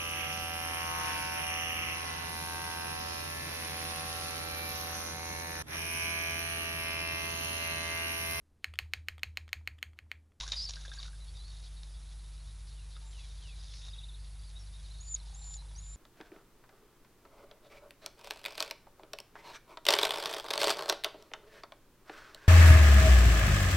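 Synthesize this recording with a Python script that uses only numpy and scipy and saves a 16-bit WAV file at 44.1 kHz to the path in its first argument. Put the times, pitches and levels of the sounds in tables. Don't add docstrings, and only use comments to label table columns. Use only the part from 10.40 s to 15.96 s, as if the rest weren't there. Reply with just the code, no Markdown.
import sys
import numpy as np
from scipy import signal
from scipy.fft import rfft, irfft
from scipy.io import wavfile
from scipy.ndimage import uniform_filter1d

SR = 44100
rng = np.random.default_rng(int(sys.argv[2]) if len(sys.argv) > 2 else 0)


def dump_mix(stems):
    frames = np.atleast_2d(stems).T
    limited = np.clip(frames, -1, 1)
    pcm = np.round(limited * 32767).astype(np.int16)
    wavfile.write(sys.argv[1], SR, pcm)


N = 245189

# t/s, level/dB
RUSTLE_LEVEL = [(0, -47), (.15, -52), (.32, -62), (.38, -55), (.66, -55.5), (.72, -67), (1.1, -63),
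                (1.3, -63), (1.85, -67.5), (2.0, -64.5), (2.62, -68), (2.85, -59.5), (2.95, -63),
                (3.5, -59.5), (3.7, -70), (4.0, -68), (4.55, -63.5), (5.56, -68)]
# f/Hz, gain/dB
MIC_COLOUR = [(300, -26), (700, -13), (1500, -13.5), (2800, -12), (3400, -8), (3750, 0), (4300, -5.5),
              (5500, -6.5), (7000, -10.5), (7700, -24.5), (11000, -30.5)]


def gain_of(db):
    return 10 ** (np.asarray(db) / 20)


def unit_rms(x):
    return x / np.sqrt(np.mean(x ** 2) + 1e-20)


def add(mix, start_s, sound):
    part = mix[round(start_s * SR):][:len(sound)]
    part += sound[:len(part)]


def sine(hz):
    return np.sin(2 * np.pi * np.cumsum(hz) / SR)


def coloured(x, spectrum):
    bins = np.fft.rfftfreq(len(x), 1 / SR) + 1
    hz, db = np.transpose(spectrum)
    return irfft(rfft(x) * gain_of(np.interp(np.log(bins), np.log(hz), db)), len(x))


def resonate(x, hz, width_hz):
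    turn = np.exp(2j * np.pi * np.cumsum(hz * np.ones(len(x))) / SR)
    pole = np.exp(-np.pi * width_hz / SR)
    return 2 * (turn * signal.lfilter([1 - pole], [1, -pole], x / turn)).real


def narrow_noise(hz, width_hz):
    once = resonate(rng.standard_normal(len(hz)), hz, width_hz)
    return unit_rms(resonate(once, hz, width_hz))


def wander(count, span):
    return unit_rms(uniform_filter1d(uniform_filter1d(rng.standard_normal(count), span), span))


def grains(count, spread_db, limit):
    return gain_of(spread_db * np.minimum(rng.exponential(1, count), limit)) * rng.standard_normal(count)


def unfold(contour):
    times, hz, db = np.transpose(contour)
    t = np.arange(times[0], times[-1], 1 / SR)
    return times[0], np.interp(t, times, hz), gain_of(np.interp(t, times, db))


def glide(length_s, first_hz, last_hz, db, waver, rasp_db=2.7):
    count = round(length_s * SR)
    hz = np.linspace(first_hz, last_hz, count) * (1 + waver * wander(count, 40))
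    return gain_of(db + rasp_db * wander(count, 60)) * signal.windows.tukey(count, .6) * sine(hz)


def sing(hz, level, flutter_db):
    return np.sqrt(2) * level * gain_of(flutter_db * wander(len(hz), 150)) * sine(hz)


def rustle():
    db = np.interp(np.arange(N) / SR, *np.transpose(RUSTLE_LEVEL))
    crackle = grains(N, spread_db=1.9, limit=5)
    snap_db = np.interp(db, [-62, -56], [2.2, 3.2])
    lumps = gain_of(snap_db * wander(N, 120) + 1.8 * wander(N, 900))
    return unit_rms(coloured(crackle * lumps, MIC_COLOUR)) * gain_of(db)


def cable(mains_hz=50.135):
    # multiple, rms level/dB
    harmonics = [(1, -45), (3, -64), (5, -85), (7, -84)]
    # f/Hz, density/(dB per Hz)
    noise_floor = [(20, -104), (40, -86), (65, -71), (100, -79), (140, -89), (180, -92), (260, -106),
                   (420, -102), (1000, -102), (2000, -104), (4000, -105), (7500, -106), (10800, -101)]
    t = np.arange(N) / SR
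    hum = sum(np.sqrt(2) * gain_of(db) * np.sin(2 * np.pi * (k * mains_hz * t + rng.random()))
              for k, db in harmonics)
    second = gain_of(-66.5) * narrow_noise(np.full(N, 2 * mains_hz), width_hz=2)
    return hum + second + coloured(rng.standard_normal(N), noise_floor) * np.sqrt(SR / 2)


def far_twitter(count=400):
    out = np.zeros(N)
    for when, length, pitch, bend, loud in rng.random((count, 5)):
        start = when * N / SR
        hz = 3450 + 1500 * pitch ** 1.8
        rustle_db = np.interp(start, *np.transpose(RUSTLE_LEVEL))
        db = np.clip(rustle_db, -66, -61) - 5.5 + 5 * loud
        add(out, start, glide(.0072 + .0444 * length, hz, hz + 400 * (bend - .5), db, waver=.032))
    return out


def clicks(crest_factor=1.9):
    # t/s, nominal peak level/dB, length/s, centre f/Hz
    impacts = [(.008, -29, 0.0051, 3020), (0.078, -33, 0.0029, 4950), (.119, -21.5, 0.0041, 4200),
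               (0.127, -34.5, 0.012, 2370), (0.289, -34, 0.012, 5840), (0.306, -35, .005, 5600),
               (0.335, -38, 0.0067, 3400), (0.356, -39, 0.0052, 4500), (0.451, -45, 0.0065, 4500),
               (0.628, -37, 0.0078, 4300), (1.432, -42, 0.0041, 4500), (2.565, -49.5, 0.0047, 1500),
               (3.336, -45, 0.007, 2300), (4.759, -46.5, 0.011, 3500), (5.134, -45, 0.011, 4700)]
    out, t = np.zeros(N), np.arange(3000) / SR
    for start, db, length, hz in impacts:
        swell = np.exp(-((t / length - .5) / .52) ** 2)
        envelope = swell + .1 * np.tanh(t / length) * np.exp(-t / .018)
        grit = coloured(grains(len(t), spread_db=5, limit=4), MIC_COLOUR)
        burst = envelope * (unit_rms(resonate(grit, hz, width_hz=2100)) + .29 * unit_rms(grit))
        rms = gain_of(db) * np.sqrt(np.mean(envelope ** 2)) / crest_factor
        add(out, start, rms * unit_rms(burst))
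    return out


def slides():
    # t/s, length/s, first f/Hz, last f/Hz, level/dB
    tones = [(0.023, 0.022, 877, 1190, -49), (0.587, 0.021, 1000, 1290, -59),
             (0.546, 0.018, 6640, 7060, -55), (0.584, 0.014, 4480, 4650, -44),
             (0.132, .017, 3650, 3730, -41), (0.479, 0.0074, 3550, 3700, -45.5),
             (.514, .013, 3600, 3640, -46.5), (.599, .008, 3900, 3550, -43.5),
             (0.799, 0.054, 4000, 3944, -58), (0.86, 0.06, 4300, 4550, -62.5),
             (0.864, 0.045, 3350, 3380, -65.5), (0.946, 0.039, 3740, 3760, -60),
             (0.957, 0.036, 4930, 4620, -59.5), (0.98, 0.057, 3950, 4020, -56),
             (1.034, 0.05, 4330, 4400, -57.5), (1.075, 0.045, 4540, 4330, -58),
             (1.365, 0.035, 4063, 3630, -59), (2.556, 0.0093, 3690, 3640, -52.5),
             (2.615, 0.079, 910, 880, -66.5), (2.639, 0.105, 7170, 7550, -64),
             (3.986, 0.0236, 4700, 4640, -64), (4.03, 0.024, 4650, 4790, -62),
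             (4.066, 0.036, 4540, 4310, -63), (4.152, 0.0387, 3675, 3920, -55),
             (4.185, 0.052, 5660, 5340, -59), (4.321, 0.057, 3500, 3870, -61),
             (4.439, 0.037, 4450, 3410, -61), (4.501, 0.026, 3950, 4180, -56.5),
             (4.52, 0.073, 3700, 3900, -61), (4.54, 0.035, 4180, 4330, -63),
             (4.582, 0.026, 4400, 4270, -60), (4.669, 0.024, 4587, 4640, -57),
             (4.787, 0.025, 4450, 3870, -58), (5.018, .009, 3800, 4450, -53),
             (5.039, .008, 3950, 4800, -55), (5.167, 0.062, 4000, 4120, -57.5),
             (5.348, 0.0196, 4660, 4900, -59)]
    out = np.zeros(N)
    for start, length, first_hz, last_hz, db in tones:
        add(out, start, glide(length, first_hz, last_hz, db, waver=.009, rasp_db=3))
    return out


def drips():
    # t/s, first f/Hz, level/dB before the decay
    bubbles = [(0.064, 1504, -44), (0.077, 1510, -47), (0.366, 1440, -45.5), (0.45, 1550, -44),
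               (0.478, 566, -52.5), (0.516, 1546, -44.5), (0.573, 1540, -46), (0.653, 1390, -50),
               (.679, 1300, -52), (.73, 1490, -53.5), (2.564, 1290, -54)]
    out = np.zeros(N)
    for start, hz, db in bubbles:
        ring = glide(rng.uniform(.006, .01), hz, 1.13 * hz, db, waver=.04)
        add(out, start, ring * gain_of(np.linspace(1, -8, len(ring))))
    return out


def squeal():
    # t/s, f/Hz, level/dB
    contour = [(.16, 5000, -46), (.172, 4880, -41.5), (.197, 4740, -40.5), (.225, 5080, -41),
               (.256, 5250, -43), (.268, 4520, -52), (.28, 4650, -45), (.293, 4700, -54)]
    out = np.zeros(N)
    start, hz, level = unfold(contour)
    voice = sing(hz + 130 * wander(len(hz), 40), level, flutter_db=2)
    breath = level * gain_of(-4.5) * narrow_noise(hz - 300, width_hz=1300)
    add(out, start, voice + breath)
    return out


def hiss_swells():
    # t/s, length/s, centre f/Hz, level/dB
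    bursts = [(1.206, 0.098, 4300, -60), (2.259, 0.051, 4730, -61), (2.485, 0.073, 3970, -61),
              (3.246, 0.25, 5250, -58), (3.81, 0.11, 3900, -64)]
    out = np.zeros(N)
    for start, length, hz, db in bursts:
        count = round(length * SR)
        add(out, start, gain_of(db) * np.hanning(count) * narrow_noise(np.full(count, hz), width_hz=1500))
    return out


def falling_whistles(length_s=.135, top_hz=3350, goal_hz=1300, sink_s=.19, attack_s=.028, fade_db=-10):
    # t/s, level/dB
    whistles = [(2.335, -71), (2.719, -65.5), (3.011, -64.5)]
    out, t = np.zeros(N), np.arange(0, length_s, 1 / SR)
    hz = goal_hz + (top_hz - goal_hz) * np.exp(-t / sink_s)
    envelope = np.minimum(t / attack_s, 1) * gain_of(fade_db * (t / length_s) ** 3)
    for start, db in whistles:
        add(out, start, sing(hz, gain_of(db) * envelope, flutter_db=4.5))
    return out


def trill(start_s=3.392, gap_s=.0472, slowing_s=.00045, loudest_s=3.57, spread_s=.19, count=8):
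    # t/s from the crest, f/Hz, level/dB relative to the crest
    contour = [(-.032, 2350, -32), (-.021, 2750, -13), (-.015, 3100, -29), (-.005, 3700, -9), (0, 3820, 0),
               (.007, 3600, -6), (.014, 3300, -22)]
    out = np.zeros(N)
    lead_s, hz, envelope = unfold(contour)
    for k, detune in enumerate(rng.standard_normal(count)):
        crest_s = start_s + gap_s * k + slowing_s * k ** 2
        pitch = hz * (1 + .005 * detune + .012 * wander(len(hz), 40))
        db = -49.5 - 10.5 * ((crest_s - loudest_s) / spread_s) ** 4
        add(out, crest_s + lead_s, sing(pitch, gain_of(db) * envelope, flutter_db=2))
    return out


def long_whistles(attack_s=.015):
    # t/s, f/Hz
    contours = [
        [(4.6, 6600), (4.618, 6760), (4.63, 6960), (4.664, 6980), (4.725, 7080), (4.741, 6960), (4.743, 6690),
         (4.752, 6740), (4.754, 6980), (4.763, 6980)],
        [(4.935, 6250), (4.948, 6600), (4.96, 7200), (4.99, 7350), (5.055, 7095), (5.16, 7065), (5.168, 6740),
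         (5.178, 6700)],
        [(5.35, 5300), (5.363, 5850), (5.39, 6680), (5.42, 7020), (5.485, 7095), (5.546, 7200), (5.56, 6800)],
    ]
    # first level/dB, last level/dB, fade-out/s
    efforts = [(-56, -36, 0.0065), (-55.5, -46.5, 0.018), (-56.5, -52, 0.0021)]
    # f/Hz, gain/dB
    carry = [(5300, -12), (5850, 3), (6200, -7), (6700, 8), (6880, -11), (6970, -8.5), (7080, 0),
             (7350, -6)]
    out = np.zeros(N)
    for contour, (first_db, last_db, fade_s) in zip(contours, efforts):
        times, pitch = np.transpose(contour)
        t = np.arange(times[0], times[-1], 1 / SR)
        hz = np.interp(t, times, pitch)
        edges = np.clip(np.minimum((t - times[0]) / attack_s, (times[-1] - t) / fade_s), 0, 1)
        db = np.linspace(first_db, last_db, len(t)) + np.interp(hz, *np.transpose(carry))
        tone = np.sqrt(2) * sine(hz + 12 * wander(len(t), 60))
        level = uniform_filter1d(edges * gain_of(db), 30) * gain_of(1.5 * wander(len(t), 60))
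        sideband = gain_of(-14) * narrow_noise(hz + 360, width_hz=410)
        add(out, times[0], level * (tone + sideband))
    return out


def croak(start_s=4.808, pips_per_s=34.4, count=20):
    out = np.zeros(N)
    for k, (detune, loud) in enumerate(rng.standard_normal((count, 2))):
        hz = 915 + 30 * detune
        pip = glide(.015, hz - 150, hz + 60, db=-63.5 + loud, waver=.06, rasp_db=2)
        add(out, start_s + k / pips_per_s, pip)
    return out


def bank_echoes(x, delay_s=.003, decay_s=.12):
    t = np.arange(4000) / SR
    tail = rng.standard_normal(len(t)) * gain_of(-60 * t / decay_s) * (t > delay_s)
    return signal.oaconvolve(x, tail / np.linalg.norm(tail))[:N]


def scene():
    bed = rustle() + cable() + hiss_swells()
    short_sounds = far_twitter() + clicks() + slides() + drips() + falling_whistles() + trill() + croak()
    mono = bed + short_sounds + gain_of(-7.5) * bank_echoes(short_sounds) + squeal() + long_whistles()
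    return np.array([mono, mono])


def record(dry, cutoff_hz=11200):
    lowpass = signal.firwin(501, cutoff_hz, window=("kaiser", 6), fs=SR)
    return signal.oaconvolve(dry, lowpass[None], "same")


dry = scene()
out = record(dry)
dump_mix(out)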